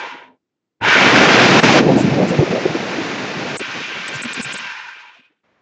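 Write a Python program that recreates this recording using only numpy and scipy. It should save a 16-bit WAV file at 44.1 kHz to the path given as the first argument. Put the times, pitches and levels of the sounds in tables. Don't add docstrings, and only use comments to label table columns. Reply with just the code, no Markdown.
import sys
import numpy as np
from scipy import signal
from scipy.fft import rfft, irfft
from scipy.io import wavfile

SR = 44100
rng = np.random.default_rng(int(sys.argv[2]) if len(sys.argv) > 2 else 0)


def transcribe(u):
    v = np.clip(np.atleast_2d(u).T, -1, 1)
    q = np.round(v * 32767).astype(np.int16)
    wavfile.write(sys.argv[1], SR, q)


N = 247401
TIME = np.arange(N) / SR


def from_db(db):
    return 10 ** (np.asarray(db) / 20)


def rms_one(x):
    return x / np.sqrt(np.mean(x ** 2) + 1e-20)


def drift(rate):
    hz = np.arange(N // 2 + 1) * SR / N
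    smooth = rfft(rng.standard_normal(N)) / (1 + (hz / rate) ** 2)
    return rms_one(irfft(smooth, N))


def bounded(x, limit=0.95):
    return limit * np.tanh(x / limit)


def swell(at, length, order=2):
    distance = np.abs(2 * (TIME - at) / length)
    return np.exp2(-np.minimum(distance ** order, 60))


def below(speed, threshold, softness=0.025):
    return 0.5 - 0.5 * np.tanh((speed - threshold) / softness)


def in_time(rows):
    s, *columns = np.transpose(rows)
    return [np.interp(TIME, s, column) for column in columns]


def turbulence(spectrum, resonances=(), liveliness=1):
    hz = np.arange(N // 2 + 1) * SR / N + 1e-3
    points_hz, points_db = np.transpose(spectrum)
    colour = np.interp(np.log(hz), np.log(points_hz), points_db)
    colour = colour - 80 * np.log10(np.maximum(hz / points_hz[-1], 1))
    for centre, width, lift in resonances:
        colour = colour + liveliness * lift / (1 + (2 * (hz - centre) / width) ** 2)
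    return rms_one(irfft(rfft(rng.standard_normal(N)) * from_db(colour), N))


def wavering(x, wander=0.012, flicker_db=2.5, bend=0):
    shift_s = np.cumsum(bend + wander * drift(12)) / SR
    bent = np.interp(TIME + shift_s, TIME, x)
    return rms_one(bent * from_db(flicker_db * drift(21)))


# (f/Hz, relative level/dB)
ROOM_COLOUR = [(35, -19.5), (60, -2), (77, -9), (328, 1.5), (600, -12.5), (8000, -27.5), (10400, -61)]


def room():
    return from_db(-80) * turbulence(ROOM_COLOUR)


# (f/Hz, relative level/dB)
HUSH_COLOUR = [(18, -35), (30, -14), (234, -8), (532, -9), (2040, -13.5), (7000, -38), (9100, -75.5)]


def hush(level_db=-62.5, start_s=5.432, rise_s=0.01):
    return from_db(level_db) * turbulence(HUSH_COLOUR) * np.clip((TIME - start_s) / rise_s, 0, 1)


def fizz_noise():
    return turbulence([(3000, -20), (6000, -7.5), (7400, -3.5), (8200, -19.0), (9200, -19)])


# (t/s, length/s, level/dB)
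FIZZ_BURSTS = [(1.999, 0.058, -36), (2.293, 0.03, -38.5), (4.153, 0.034, -39.5)]


def fizz():
    level = sum(from_db(db) * swell(s, length, order=4) for s, length, db in FIZZ_BURSTS)
    return fizz_noise() * level


# (t/s, dropout length/s, chirp level before flutter/dB,
# level change of the machine/dB)
CHIRP_EVENTS = [(1.616, 0.027, -50, -13.5), (3.583, 0.021, -38, -29), (4.085, 0.0065, -37, 1),
                (4.227, 0.011, -38.5, -12.5), (4.245, 0.0083, -42, -7), (4.339, 0.008, -35.5, -18),
                (4.423, 0.013, -37, -9), (4.439, 0.015, -35, -8.5), (4.534, 0.012, -38.5, -9.5),
                (4.58, 0.01, -39, -5.5)]


def chirps(pitch_hz=8060, wobble=0.013, flutter_db=3.0, stretch=1.62, fringe_db=-0.5):
    level = sum(from_db(db) * swell(s, stretch * length, order=6) for s, length, db, _ in CHIRP_EVENTS)
    cycles = np.cumsum(pitch_hz * (1 + wobble * drift(290))) / SR
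    tone = np.sqrt(2) * np.sin(2 * np.pi * cycles)
    fringe = turbulence([(5000, -14.5), (7150, 6), (7650, 7.5), (8300, -16), (9300, -1)])
    return (tone + from_db(fringe_db) * fringe) * level * from_db(flutter_db * drift(110))


def dropouts():
    return from_db(sum(change_db * swell(s, length, order=6) for s, length, _, change_db in CHIRP_EVENTS))


# (t/s, length/s, f/Hz, width/Hz, level/dB)
BLADE_SONGS = [(3.82, 0.3, 6000, 18, -51.5), (4.55, 0.55, 5220, 160, -53)]


def blade_rings():
    total = 0
    for s, length, hz, width, db in BLADE_SONGS:
        turn = 2 * np.pi * hz * TIME
        band = drift(width) * np.sin(turn) + drift(width) * np.cos(turn)
        total = total + from_db(db) * swell(s, length, order=4) * band
    return total


# (f/Hz, relative level/dB)
SCRAPE_COLOUR = [(1900, -17), (2550, 1.5), (3100, 4), (3700, -3), (4300, -11), (5500, -24)]
# (t/s, length/s, level/dB)
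SKIN_SCRAPES = [(3.77, 0.27, -38.5), (4.024, 0.19, -38), (4.296, 0.061, -38), (4.491, 0.079, -37.5)]


def scrapes(grain_db=5):
    grains = rms_one(turbulence(SCRAPE_COLOUR) * from_db(grain_db * bounded(drift(120))))
    return grains * sum(from_db(db) * swell(s, length, order=4) for s, length, db in SKIN_SCRAPES)


# (t/s, centre f/Hz, length/s, level/dB)
PULP_WAVES = [(1.765, 614, 0.044, -17), (1.892, 490, 0.024, -13), (1.901, 730, 0.07, -20.5),
              (1.95, 470, 0.041, -21), (1.982, 640, 0.042, -17), (2.133, 600, 0.044, -23),
              (2.216, 560, 0.094, -16), (2.337, 520, 0.048, -20), (2.406, 426, 0.029, -19),
              (2.491, 510, 0.063, -22.5), (2.533, 474, 0.023, -21), (2.571, 505, 0.044, -18),
              (2.759, 445, 0.035, -25.5), (3.245, 430, 0.029, -30), (3.613, 384, 0.014, -24)]


def sloshes(edge_db=-5, skirt_db=-30):
    total = 0
    for s, hz, length, db in PULP_WAVES:
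        low_side = [(hz / 2, skirt_db), (hz / np.sqrt(2), edge_db)]
        high_side = [(hz * np.sqrt(2), 2 * edge_db), (hz * 2, skirt_db)]
        burst = turbulence(low_side + [(hz, 0)] + high_side)
        total = total + from_db(db) * swell(s, length, order=4) * burst
    return total


# (t/s, f before wobble/Hz, length/s, level before flutter/dB)
AIR_POCKETS = [(0.14, 276.6, 0.043, -45.5), (0.293, 255, 0.071, -54), (1.212, 231, 0.03, -19.5),
               (1.586, 210, 0.025, -15.5), (1.765, 148.8, 0.019, -16.5), (1.815, 292.7, 0.022, -17),
               (1.875, 175, 0.025, -15), (1.966, 231.3, 0.031, -14), (2.012, 245.6, 0.012, -10),
               (2.05, 165, 0.0088, -14), (2.08, 210, 0.013, -13), (2.118, 150, 0.026, -15),
               (2.171, 290, 0.023, -17), (2.242, 200, 0.033, -17.5), (2.306, 185, 0.028, -18.5),
               (2.398, 149, 0.025, -12.5), (2.431, 370.5, 0.015, -13.5), (2.509, 189.7, 0.014, -19.5),
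               (2.535, 237, 0.021, -23), (2.659, 345, 0.012, -17), (2.699, 148, 0.02, -19),
               (2.755, 340, 0.016, -18), (2.998, 319.3, 0.035, -25.5), (3.375, 155, 0.022, -27),
               (4, 185, 0.024, -38.5), (4.162, 147, 0.032, -32), (4.257, 245, 0.026, -27),
               (4.378, 267, 0.0098, -25), (4.401, 239.5, 0.016, -26), (4.465, 153, 0.027, -34),
               (4.618, 225, 0.06, -48), (5.172, 676, 0.02, -56.5), (5.198, 269, 0.02, -57.5),
               (5.307, 302, 0.016, -65), (5.328, 480, 0.016, -70)]
# (f/Hz, relative level/dB)
SPLASH_COLOUR = [(150, -32.5), (330, -0.5), (430, 2.5), (650, 0), (850, -4.5), (1100, -17), (1800, -23)]


def glugs(wobble=0.084, flutter_db=4.0, slap_db=-12):
    squeezed_time = np.cumsum(1 + wobble * drift(92.5)) / SR
    slap = from_db(slap_db) * turbulence(SPLASH_COLOUR)
    pockets = 0
    for s, hz, length, db in AIR_POCKETS:
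        ring = np.sqrt(2) * np.sin(2 * np.pi * hz * squeezed_time)
        pockets = pockets + from_db(db) * swell(s, length) * (ring + slap)
    return pockets * from_db(flutter_db * drift(110))


# (f/Hz, relative level/dB)
CHURN_COLOUR = [(25, -4.5), (55, -14), (80, -21), (100, -9), (125, -1), (240, 2), (330, -0.5), (450, -9),
                (800, -32)]


def pulp(splash_db, churn_db, load, slosh_db=1.0, lumps_db=1.46, loose_lumps_db=4.5):
    churn = from_db(churn_db) * turbulence(CHURN_COLOUR)
    splash = from_db(splash_db + slosh_db * bounded(drift(25))) * turbulence(SPLASH_COLOUR)
    unevenness_db = lumps_db + loose_lumps_db * (1 - load)
    return (churn + splash) * from_db(unevenness_db * bounded(drift(27)))


# (f/Hz, starting level/dB, time to fall 60 dB/s)
JOLT_RINGS = [(109.5, -25, 0.38), (200, -35.5, 0.091), (520, -36, 0.06), (1480, -24.5, 0.07)]


def kick(start_s=0.812):
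    age = np.maximum(TIME - start_s, 0)
    return sum(from_db(db - 60 * age / t60) * np.sin(2 * np.pi * hz * age) for hz, db, t60 in JOLT_RINGS)


# (on t/s, off t/s, standstill t/s, base whirr level/dB, base hiss level/dB,
# base whine level against the whirr/dB)
SWITCH_PRESSES = [(-0.5, 0.05, 0.4, -30, -45.5, -26), (0.8, 4.57, 5.51, -27.5, -38, -3)]


def press(on, off, standstill, spin_up_s=0.038):
    spin_up = 1 - np.exp(-np.maximum(TIME - on, 0) / spin_up_s)
    return spin_up * np.clip((standstill - TIME) / (standstill - off), 0, 1)


def drive():
    speeds = np.array([press(*row[:3]) for row in SWITCH_PRESSES])
    levels = np.array(SWITCH_PRESSES)[speeds.argmax(axis=0), 3:]
    return np.maximum(speeds.max(axis=0), 1e-3), levels.T


def roar(start_s=0.78, end_s=1.82, release_s=0.029):
    held = (TIME > start_s) * np.clip((end_s - TIME) / release_s, 0, 1)
    whirr_lift_db = 18 - 4 * (TIME - start_s)
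    return held * whirr_lift_db, held * 14.5


def blade_beat(speed, blade_hz=101, wander=0.025):
    turn = 2 * np.pi * np.cumsum(blade_hz * speed * (1 + wander * drift(16))) / SR
    return np.sin(turn) + np.sin(2 * turn)


# (f/Hz, relative level/dB)
RASP_COLOUR = [(1000, -13.5), (1250, -6.5), (2000, -3.5), (2450, 1), (3000, -3.5), (3700, -5.5),
               (4300, -16), (5500, -18.5)]
# (f/Hz, width/Hz, lift before liveliness/dB)
HOUSING_RESONANCES = [(1050, 30, 8.5), (1440, 120, 8), (1573, 28, 14), (1750, 22, 4.5), (1810, 36, 5.5),
                      (2010, 22, 2.5), (2310, 40, 6.5), (2440, 34, 1.5), (2720, 65, 5.5), (2954, 50, 2),
                      (3110, 32, 6), (3590, 70, 4), (3870, 49, 3)]


def rasp(speed, grain_db=5.5, base_db=-36, db_per_decade=45):
    noise = turbulence(RASP_COLOUR, HOUSING_RESONANCES, 0.8)
    grains = rms_one(noise * from_db(grain_db * bounded(drift(90))))
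    return from_db(base_db + db_per_decade * np.log10(speed)) * (1 - speed) * grains


# (f/Hz, width/Hz, lift before liveliness/dB)
WHINE_RESONANCES = [(2310, 33, 11), (2460, 41, 18.5), (2420, 50, 8), (2657, 41, 12), (2715, 43, 10.5)]


def motor_whine(whine_db, speed, rise=0.08, stop_speed=0.23, stop_db=-19):
    colour = [(2000, -22.5), (2320, 2.5), (2500, 1.0), (2900, 0.5), (3900, -11.0)]
    noise = turbulence(colour, WHINE_RESONANCES, 0.67)
    tone = wavering(noise, flicker_db=2.0, bend=rise * (1 - speed) ** 4)
    return from_db(whine_db) * tone * from_db(stop_db * below(speed, stop_speed))


# (f/Hz, width/Hz, lift/dB)
BOWL_RESONANCES = [(852, 50, 8), (963, 99, 15), (1034, 39, 7)]


def hollow_bowl(ring_db):
    noise = turbulence([(600, -50.5), (840, 3.0), (1040, 1.0), (1250, -28.5)], BOWL_RESONANCES)
    return from_db(ring_db) * wavering(noise, flicker_db=0.7)


# (f/Hz, relative level/dB)
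FREE_WHIRR_COLOUR = [(100, -41.5), (500, -25), (780, -12), (950, -8), (1180, -3), (1450, -3.5), (1800, -1),
                     (2200, 0), (2700, -4), (3200, -7), (4000, -15), (6000, -43)]
LOADED_WHIRR_COLOUR = [(400, -24), (780, 1.5), (1000, 0), (1250, 0.5), (1550, .5), (2550, 0.5), (3200, -7),
                       (4200, -26), (6000, -30.5)]
HISS_COLOUR = [(2200, -25.5), (3300, 2), (3900, 2.5), (5000, 1), (6100, -2.5), (7000, -8), (7700, -20),
               (8400, -28.5), (9300, -54)]
GROWL_COLOUR = [(1150, -23), (1450, 3.5), (1620, 2.5), (2000, -5.5), (2300, -20.5)]
# (t/s, length/s, level against the whirr before sharing/dB)
SPEED_GROWLS = [(0.891, 0.18, -3), (4.747, 0.14, 1.5), (4.89, 0.088, 2.5)]


def motor(whirr_db, hiss_db, ring_db, whine_db, load, speed, air, beat,
          throb_db=0.23, uneven_db=0.7, flutter_db=1.4, damped=0.17, growl_takes=0.45):
    free = np.sqrt(1 - load) * turbulence(FREE_WHIRR_COLOUR, HOUSING_RESONANCES, 0.94)
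    loaded = np.sqrt(load) * turbulence(LOADED_WHIRR_COLOUR, HOUSING_RESONANCES, damped)
    growl_gain = sum(from_db(db) * swell(s, length, order=4) for s, length, db in SPEED_GROWLS)
    growl = growl_gain * turbulence(GROWL_COLOUR, HOUSING_RESONANCES, 0.41)
    sharing = np.sqrt(1 + from_db(whine_db) ** 2 + growl_takes * growl_gain ** 2)
    shared = (air * (free + loaded) + motor_whine(whine_db, speed) + growl) / sharing
    whirr = from_db(whirr_db) * (shared + hollow_bowl(ring_db))
    hiss_level = from_db(hiss_db + flutter_db * (1 - load) * drift(22))
    hiss = hiss_level * turbulence(HISS_COLOUR, HOUSING_RESONANCES)
    return (whirr + air * hiss) * from_db(throb_db * beat + uneven_db * drift(35))


# (t/s, churn level/dB, splash level/dB)
PULP_CURVE = [(0.3, -54.5, -41.5), (0.82, -18.5, -20), (0.92, -33.5, -23.5), (0.99, -18.5, -19.5),
              (1.3, -17.5, -15), (1.55, -14.5, -16.5), (1.8, -13.5, -15), (1.98, -14.5, -31.5),
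              (2.06, -15.5, -29.5), (2.4, -23, -33), (2.46, -26, -29), (2.8, -28.5, -28.5),
              (3.56, -30, -31), (3.64, -43, -41.5), (3.78, -36.5, -37), (3.87, -46, -48),
              (3.97, -42, -39.5), (4.07, -44, -41), (4.5, -43, -39), (4.54, -42.5, -44), (4.66, -54, -53),
              (4.82, -70, -57)]
# (t/s, level/dB)
BOWL_CURVE = [(0.05, -4), (0.25, -1.5), (0.36, 2), (0.849, -2.5), (0.96, -17.5), (4.5, -21.5), (4.68, -10),
              (4.85, -7.5), (4.98, -14), (5.06, -4), (5.14, -14.5), (5.22, -22)]


def processor():
    speed, (whirr_db, hiss_db, whine_db) = drive()
    decades = np.log10(speed)
    roar_db, roar_hiss_db = roar()
    churn_db, splash_db = in_time(PULP_CURVE)
    ring_db, = in_time(BOWL_CURVE)
    load = 0.5 + 0.5 * np.tanh((churn_db - whirr_db - roar_db + 8.5) / 5)
    whirr_db = whirr_db + 47.5 * decades + roar_db
    hiss_db = hiss_db + 66 * decades + 2.5 * load + roar_hiss_db
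    whine_db = whine_db + 5.5 * (1 - speed) ** 2 - 22 * load - roar_db
    air = from_db(-6.5 * below(speed, 0.33))
    machine = motor(whirr_db, hiss_db, ring_db, whine_db, load, speed, air, blade_beat(speed))
    food = from_db(35.5 * decades) * pulp(splash_db, churn_db, load)
    return machine + air * rasp(speed) + scrapes() + blade_rings() + food + glugs() + sloshes()


def scene():
    machine = dropouts() * processor()
    return (machine + kick() + chirps() + fizz() + hush() + room())[None]


def record(dry, low_cut_hz=84, ceiling=0.97, dull_hz=8300, cutoff_hz=9335):
    x = signal.sosfilt(signal.butter(3, low_cut_hz, "high", fs=SR, output="sos"), dry)
    x = x / (1 + (x / ceiling) ** 12) ** (1 / 12)
    x = signal.sosfilt(signal.butter(8, dull_hz, fs=SR, output="sos"), x)
    return signal.sosfilt(signal.cheby2(12, 24, cutoff_hz, fs=SR, output="sos"), x)


dry = scene()
out = record(dry)
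transcribe(out)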